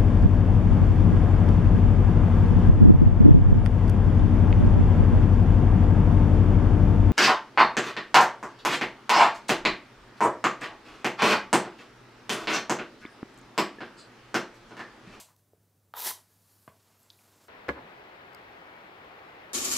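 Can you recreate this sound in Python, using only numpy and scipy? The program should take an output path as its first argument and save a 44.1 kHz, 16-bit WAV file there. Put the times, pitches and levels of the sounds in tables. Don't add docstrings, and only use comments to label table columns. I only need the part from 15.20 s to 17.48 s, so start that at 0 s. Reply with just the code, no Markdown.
import sys
import numpy as np
from scipy import signal
from scipy.fft import rfft, irfft
from scipy.io import wavfile

SR = 44100
rng = np.random.default_rng(int(sys.argv[2]) if len(sys.argv) > 2 else 0)


def wav_out(sig):
    wavfile.write(sys.argv[1], SR, np.round(np.clip(np.atleast_2d(sig).T, -1, 1) * 32767).astype(np.int16))


def decibels_to_gain(level_db):
    exponent = np.asarray(level_db, float) / 20
    return 10 ** exponent


N = 100680
LEAD = 8192
T = (np.arange(N + LEAD) - LEAD) / SR
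FLOOR_DB = -71

# time in seconds, peak in dB.
POP = [
    (1.478, -39.5),
    (1.4802, -41),
    (1.4835, -48),
    (1.4865, -58),
    (1.4885, -57),
]
# time in seconds, peak in dB.
SPIT = [
    (1.9023, -43.5),
    (1.9046, -49.5),
    (1.9078, -57),
]
# frequency in Hz, level in dB per Hz.
SIZZLE_COLOUR = [(880, -1), (1500, -2.5), (2130, -12), (4240, -4.5), (7500, -5), (10400, -2), (13200, -1),
                 (15700, -10)]


def rms_one(x):
    return x / np.sqrt(np.mean(x ** 2) + 1e-30)


def curve(rows):
    return np.interp(T, *np.transpose(rows))


def at_hz(points, hz):
    table_hz, value = np.transpose(points)
    return np.interp(np.log(hz + 1), np.log(table_hz), value)


def colour(x, spectrum):
    hz = np.fft.rfftfreq(len(x), 1 / SR)
    low_edge = np.minimum(hz / spectrum[0][0], 1) ** 2
    return rms_one(irfft(rfft(x) * decibels_to_gain(at_hz(spectrum, hz)) * low_edge, len(x)))


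def noise(spectrum):
    return colour(rng.standard_normal(len(T)), spectrum)


def drift(rate_hz):
    r = np.exp(-2 * np.pi * rate_hz / SR)
    white = rng.standard_normal(len(T) + SR)
    return rms_one(signal.lfilter([1], [1, -2 * r, r * r], white)[SR:])


def grains(per_s, spread_db):
    chance, size, sign = rng.random((3, len(T)))
    return (chance < per_s / SR) * decibels_to_gain(-spread_db * np.log(size + 0.021)) * np.sign(sign - .5)


def swell(centre_s, width_s):
    return np.exp(-((T - centre_s) / width_s) ** 2)


def click(s, db):
    out = np.zeros(len(T))
    out[int(s * SR) + LEAD] = decibels_to_gain(db)
    return out


def ring(clicks, hz, t60_s):
    r = decibels_to_gain(-60 / (min(t60_s, .12) * SR))
    w = 2 * np.pi * hz / SR
    return signal.lfilter([0, np.sin(w)], [1, -2 * r * np.cos(w), r * r], clicks + 1e-18)


def band(x, low_hz, high_hz):
    sos = signal.butter(2, [low_hz, min(high_hz, 20000)], "band", fs=SR, output="sos")
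    return signal.sosfilt(sos, x)


def knock(events, modes, low_hz, soft_hz, first_sign=1):
    contacts = first_sign * click(*events[0]) + sum(click(s, db) for s, db in events[1:])
    body = sum(ring(contacts, hz, t60_s) * decibels_to_gain(db) for hz, db, t60_s in modes)
    return band(band(body, low_hz, soft_hz), low_hz, soft_hz)


def earlier_stroke():
    # frequency in Hz, level in dB per Hz.
    earlier_colour = [(180, -14), (300, -17), (614, -2.5), (1720, -10.5), (2360, -5.5), (3500, -6),
                      (4440, -6), (6100, -4.5), (12100, -9), (16000, -7.5)]
    end_s, level_db = -0.0077, -37.5
    return (T < end_s) * decibels_to_gain(level_db) * noise(earlier_colour)


def background():
    # frequency in Hz, level in dB per Hz.
    floor_colour = [(30, -22), (50, -8), (100, -14), (127, -7.5), (243, -12.5), (480, -17), (2630, -32.5),
                    (15600, -28.5)]
    # centre in seconds, width in seconds, level in dB.
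    rustles = [
        (0.236, 0.047, -81),
        (0.19, 0.019, -75.5),
        (0.44, 0.028, -82),
    ]
    hum_hz, hum_peak_db, hum_wobble_db = 100, -70, 2.0
    hiss = decibels_to_gain(FLOOR_DB) * noise(floor_colour)
    hum_phase = 2 * np.pi * hum_hz * T + .45 * drift(9)
    hum = decibels_to_gain(hum_peak_db + hum_wobble_db * drift(14)) * np.sin(hum_phase)
    cloth = sum(decibels_to_gain(db) * swell(s, width_s) for s, width_s, db in rustles)
    return hiss + hum + cloth * noise(SIZZLE_COLOUR)


def brush():
    # frequency in Hz, level in dB per Hz.
    brush_colour = [(600, -10.5), (1100, -5), (1400, -10), (2200, -20), (4000, -22.5)]
    centre_s, width_s, level_db = 0.097, 0.038, -64.5
    return decibels_to_gain(level_db) * swell(centre_s, width_s) * colour(grains(3000, 2.5), brush_colour)


def ticks():
    # time in seconds, peak in dB, pitch in Hz, t60 in seconds.
    contacts = [(0.163, -58, 3840, 0.0027), (0.165, -56, 6000, 0.0029), (0.165, -55, 11200, 0.0034),
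                (.1645, -56, 14300, .004), (0.3336, -50, 450, 0.029), (.3335, -50.5, 550, 0.016),
                (0.7388, -42, 11600, 0.0028), (.7387, -47, 14800, .002), (.7387, -54, 8500, .002),
                (0.913, -33, 1050, 0.014), (1.99, -54, 2520, 0.0094), (1.994, -60, 2200, .01),
                (1.831, -53, 7900, 0.0069), (1.8312, -60, 9900, 0.0033), (1.8315, -59, 11400, .004)]
    return sum(band(ring(click(s, db), hz, t60_s), 0.61 * hz, 2.2 * hz) for s, db, hz, t60_s in contacts)


def landing():
    # time in seconds, peak in dB.
    contacts = [
        (.7387, -30.5),
        (.7409, -47),
    ]
    # frequency in Hz, level in dB, t60 in seconds.
    modes = [(733, -4.5, 0.01), (935, -6.5, 0.019), (1230, -2.5, 0.019), (1400, -4, 0.0068),
             (2400, -23, .008), (3040, -13, 0.006), (4040, -15, 0.0041), (5000, -29, 0.003)]
    return knock(contacts, modes, 0.83 * modes[0][0], soft_hz=6000)


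def stroke():
    # time in seconds, grit level in dB.
    drag_rows = [
        (.7405, -67),
        (.754, -56),
        (.766, -45.5),
        (.784, -40),
        (.83, -39),
        (.874, -33.5),
        (.89, -35.5),
        (.914, -37),
    ]
    # frequency in Hz, level in dB per Hz.
    grit_colour = [(880, -41), (1500, -13), (1650, -4), (1770, -22), (2520, -10), (4000, -6.5),
                   (9010, -11.5), (13500, 2), (15600, -8.5)]
    # frequency in Hz, level in dB per Hz.
    rasp_colour = [(88, -66), (150, -24.5), (270, -11), (581, -11.5), (876, -7), (1440, -20), (1860, -5),
                   (2760, -16.5), (3010, -11.5), (9000, -8.5), (11700, -7), (19800, -120)]
    # time in
    # seconds, level in dB over the grit.
    cracks = [(.7668, 9), (.7731, 1), (.7792, 5), (0.7935, 9), (0.805, 13), (0.814, 4), (0.822, 9),
              (.841, 14), (0.847, 5), (0.85, 11), (0.8556, -1), (0.86, 0), (0.87, 10), (0.8733, -9),
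              (0.8907, 13), (.8978, 2), (.9031, -9), (0.9117, 1)]
    # time in seconds, peak
    # in dB.
    catches = [(.769, -37), (0.775, -36.5), (0.779, -45), (0.797, -36), (0.846, -44), (.86, -34),
               (0.872, -35), (.876, -42), (0.885, -31.5), (.912, -47), (0.974, -46), (0.989, -51.5)]
    # frequency in Hz, level in dB, t60 in seconds.
    wall_modes = [(450, -20, 0.063), (640, -12.5, 0.019), (878, 0.5, 0.013), (980, -0.5, 0.017),
                  (1200, -7.5, 0.015), (1390, -3.5, 0.0082), (1880, -10, 0.0098), (3600, -6, 0.0065)]
    lift_s, lift_fade_s, crack_s = .918, 0.0069, .0003
    rasp_db, rasp_follows = -30.5, 3.04
    snag_db, snag_follows = -59, 0.15

    drag_db = curve(drag_rows)
    swing_db = drag_db - drag_db.max()
    touch = np.clip((T - drag_rows[0][0]) / 0.0024, 0, 1) * np.clip((lift_s - T) / lift_fade_s, 0, 1)

    cracks_db = sum(db * swell(s, crack_s) for s, db in cracks)
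    grit_db = drag_db + cracks_db - 0.16 + 1.0 * drift(110)
    grit = decibels_to_gain(grit_db) * colour(grains(30000, 1.6), grit_colour)
    rasp = decibels_to_gain(rasp_db + rasp_follows * swing_db) * colour(grains(8000, 1.6), rasp_colour)

    snags = touch * decibels_to_gain(snag_db + snag_follows * swing_db) * rms_one(grains(810, 3.5))
    snags = snags + band(sum(click(s, db) for s, db in catches), 230, 2900)
    walls = 0
    for k, (hz, db, t60_s) in enumerate(wall_modes):
        walls = walls + ring(snags, hz, t60_s) * decibels_to_gain(db) * (-1) ** k
    return touch * (grit + rasp), walls


def fire():
    # time in seconds, sizzle level in dB.
    sizzle_rows = [(1.04, -68), (1.066, -73.5), (1.118, -68), (1.266, -69), (1.294, -66), (1.494, -67),
                   (1.516, -71), (1.772, -70.5), (1.836, -69), (1.854, -70.5), (2.01, -65.5),
                   (2.064, -68.5), (2.28, -68.5)]
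    # time in seconds, roar level in dB.
    flame_rows = [
        (1.0, -74),
        (1.2, -77),
        (1.45, -80.5),
        (1.52, -73.5),
        (1.7, -70.5),
        (1.95, -68),
        (2.28, -65.5),
    ]
    # frequency in Hz, level in dB per Hz.
    flame_colour = [(120, -9), (200, 0.5), (630, -3.5), (671, 1.5), (715, -4), (908, -2.5), (2600, -10),
                    (7920, -12.5), (9000, -19), (11700, -40), (19800, -120)]
    mirror_ms, mirror_swing_ms, mirror_db = .42, .04, -17
    lit = np.clip((T - .9) / 0.057, 0, 1)
    fizz = colour(grains(20000, 3.2), SIZZLE_COLOUR)
    delay_s = (mirror_ms + mirror_swing_ms * drift(0.66)) / 1000
    echo = np.interp(T - delay_s, T, fizz)
    sizzle = decibels_to_gain(curve(sizzle_rows) - 1 + .8 * drift(15)) * rms_one(fizz + decibels_to_gain(mirror_db) * echo)
    roar = decibels_to_gain(curve(flame_rows) + 1.54 * drift(24)) * noise(flame_colour)
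    return lit * (sizzle + roar)


def jets():
    # start in seconds, end in seconds, from Hz, to Hz, level in dB.
    jet_rows = [(1.07, 1.24, 11900, 12170, -79), (1.08, 1.22, 14900, 15100, -87),
                (1.237, 1.42, 12800, 14200, -81), (1.281, 1.515, 11500, 11500, -87),
                (1.256, 1.426, 9740, 9800, -82), (1.32, 1.475, 14800, 15100, -83),
                (1.765, 1.86, 13000, 12600, -71.5), (1.815, 1.89, 7760, 7700, -79),
                (1.883, 2.047, 12500, 13300, -78), (1.96, 2.046, 10100, 11200, -79),
                (2.045, 2.28, 7800, 7400, -82)]
    width_hz = 330
    out = 0
    for start_s, end_s, from_hz, to_hz, db in jet_rows:
        along = np.clip((T - start_s) / (end_s - start_s), 0, 1)
        phase = 2 * np.pi * np.cumsum(from_hz + (to_hz - from_hz) * along) / SR
        envelope = decibels_to_gain(db) * np.sqrt(np.sin(np.pi * along) + 1e-12)
        out = out + envelope * (drift(width_hz) * np.sin(phase) + drift(width_hz) * np.cos(phase))
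    return out


def pop():
    # frequency in Hz, level in dB, t60 in seconds.
    modes = [(111, -2, 0.03), (224, -15, 0.036), (475, -4, 0.037), (820, -32, 0.006), (670, -14, 0.048),
             (1050, 3.5, 0.0078), (1460, -5, 0.0043), (2020, -25, 0.0022), (2700, -13.5, 0.0029),
             (4450, -13, 0.0044)]
    return knock(POP, modes, 0.83 * modes[0][0], soft_hz=4500, first_sign=-1)


def puff():
    # frequency in Hz, level in dB per Hz.
    puff_colour = [(59, -32), (100, -6), (220, -23), (449, 6), (865, -6.5), (1700, -8), (3500, -15.5),
                   (4550, -54), (7700, -120)]
    level_db, t60_s, rise_s = -56, 0.19, 0.0048
    since_s = np.maximum(T - POP[0][0], 0)
    return decibels_to_gain(level_db - 60 * since_s / t60_s) * np.minimum(since_s / rise_s, 1) * noise(puff_colour)


def spit():
    # frequency in Hz, level in dB, t60 in seconds.
    modes = [(3410, -4, 0.016), (3730, 4, 0.01), (4160, -0.5, 0.0074), (4770, -7, 0.014),
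             (5360, -17, 0.008), (6000, -27, .005)]
    return knock(SPIT, modes, low_hz=3150, soft_hz=7000)


def room(x):
    # frequency in Hz, t60 in seconds.
    room_t60 = [(150, 0.3), (700, 0.32), (3000, 0.24), (8000, 0.26), (16000, 0.15)]
    # frequency in Hz, level in dB.
    room_colour = [(60, -11), (1000, -6), (8000, -1.5), (15000, -1.5), (20000, -6.5)]
    first_echo_s, build_s = 0.003, 0.013
    t = np.arange(SR // 2) / SR
    spectrum = rfft(colour(rng.standard_normal(len(t)), room_colour))
    octave = np.log2(np.fft.rfftfreq(len(t), 1 / SR) + 1)
    tail = 0
    for centre in range(6, 16):
        share = np.clip(1 - abs(octave - centre), 0, 1)
        tail = tail + irfft(spectrum * share, len(t)) * decibels_to_gain(-60 * t / at_hz(room_t60, 2 ** centre))
    tail = tail * np.clip((t - first_echo_s) / build_s, 0, 1)
    return signal.fftconvolve(x, tail / np.sqrt(np.sum(tail ** 2)))[:len(x)]


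def scene():
    # frequency in Hz, level in dB per Hz.
    side_hiss = [(35, -30), (60, -2), (231, -0.5), (892, -9.5), (1830, -18), (2210, -14.5), (2540, -18.5),
                 (12400, -10), (15600, -9)]
    side_db = -13
    surface, walls = stroke()
    drag = earlier_stroke() + surface
    hits = brush() + ticks() + landing() + pop() + spit()
    hit_share = np.where(T > SPIT[0][0] - .05, .55, 1)
    wet = room(decibels_to_gain(-9.5) * drag + decibels_to_gain(-16) * walls + decibels_to_gain(-10) * hits * hit_share)
    mid = background() + drag + walls + hits + wet + fire() + jets() + puff()
    side = decibels_to_gain(FLOOR_DB + side_db) * noise(side_hiss)
    return np.array([mid + side, mid - side])[:, LEAD:]


def top_cut(x):
    return signal.sosfilt(signal.butter(12, 16580, fs=SR, output="sos"), x)


def record(dry):
    peak_round, low_cut_hz, top_hz = .13, 70, 15930
    mix = peak_round * np.tanh(dry / peak_round)
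    mix = signal.sosfilt(signal.butter(4, low_cut_hz, "high", fs=SR, output="sos"), mix)
    mix = signal.sosfilt(signal.cheby2(20, 50, top_hz, fs=SR, output="sos"), mix)
    return top_cut(mix)


dry = scene()
out = record(dry)
wav_out(out)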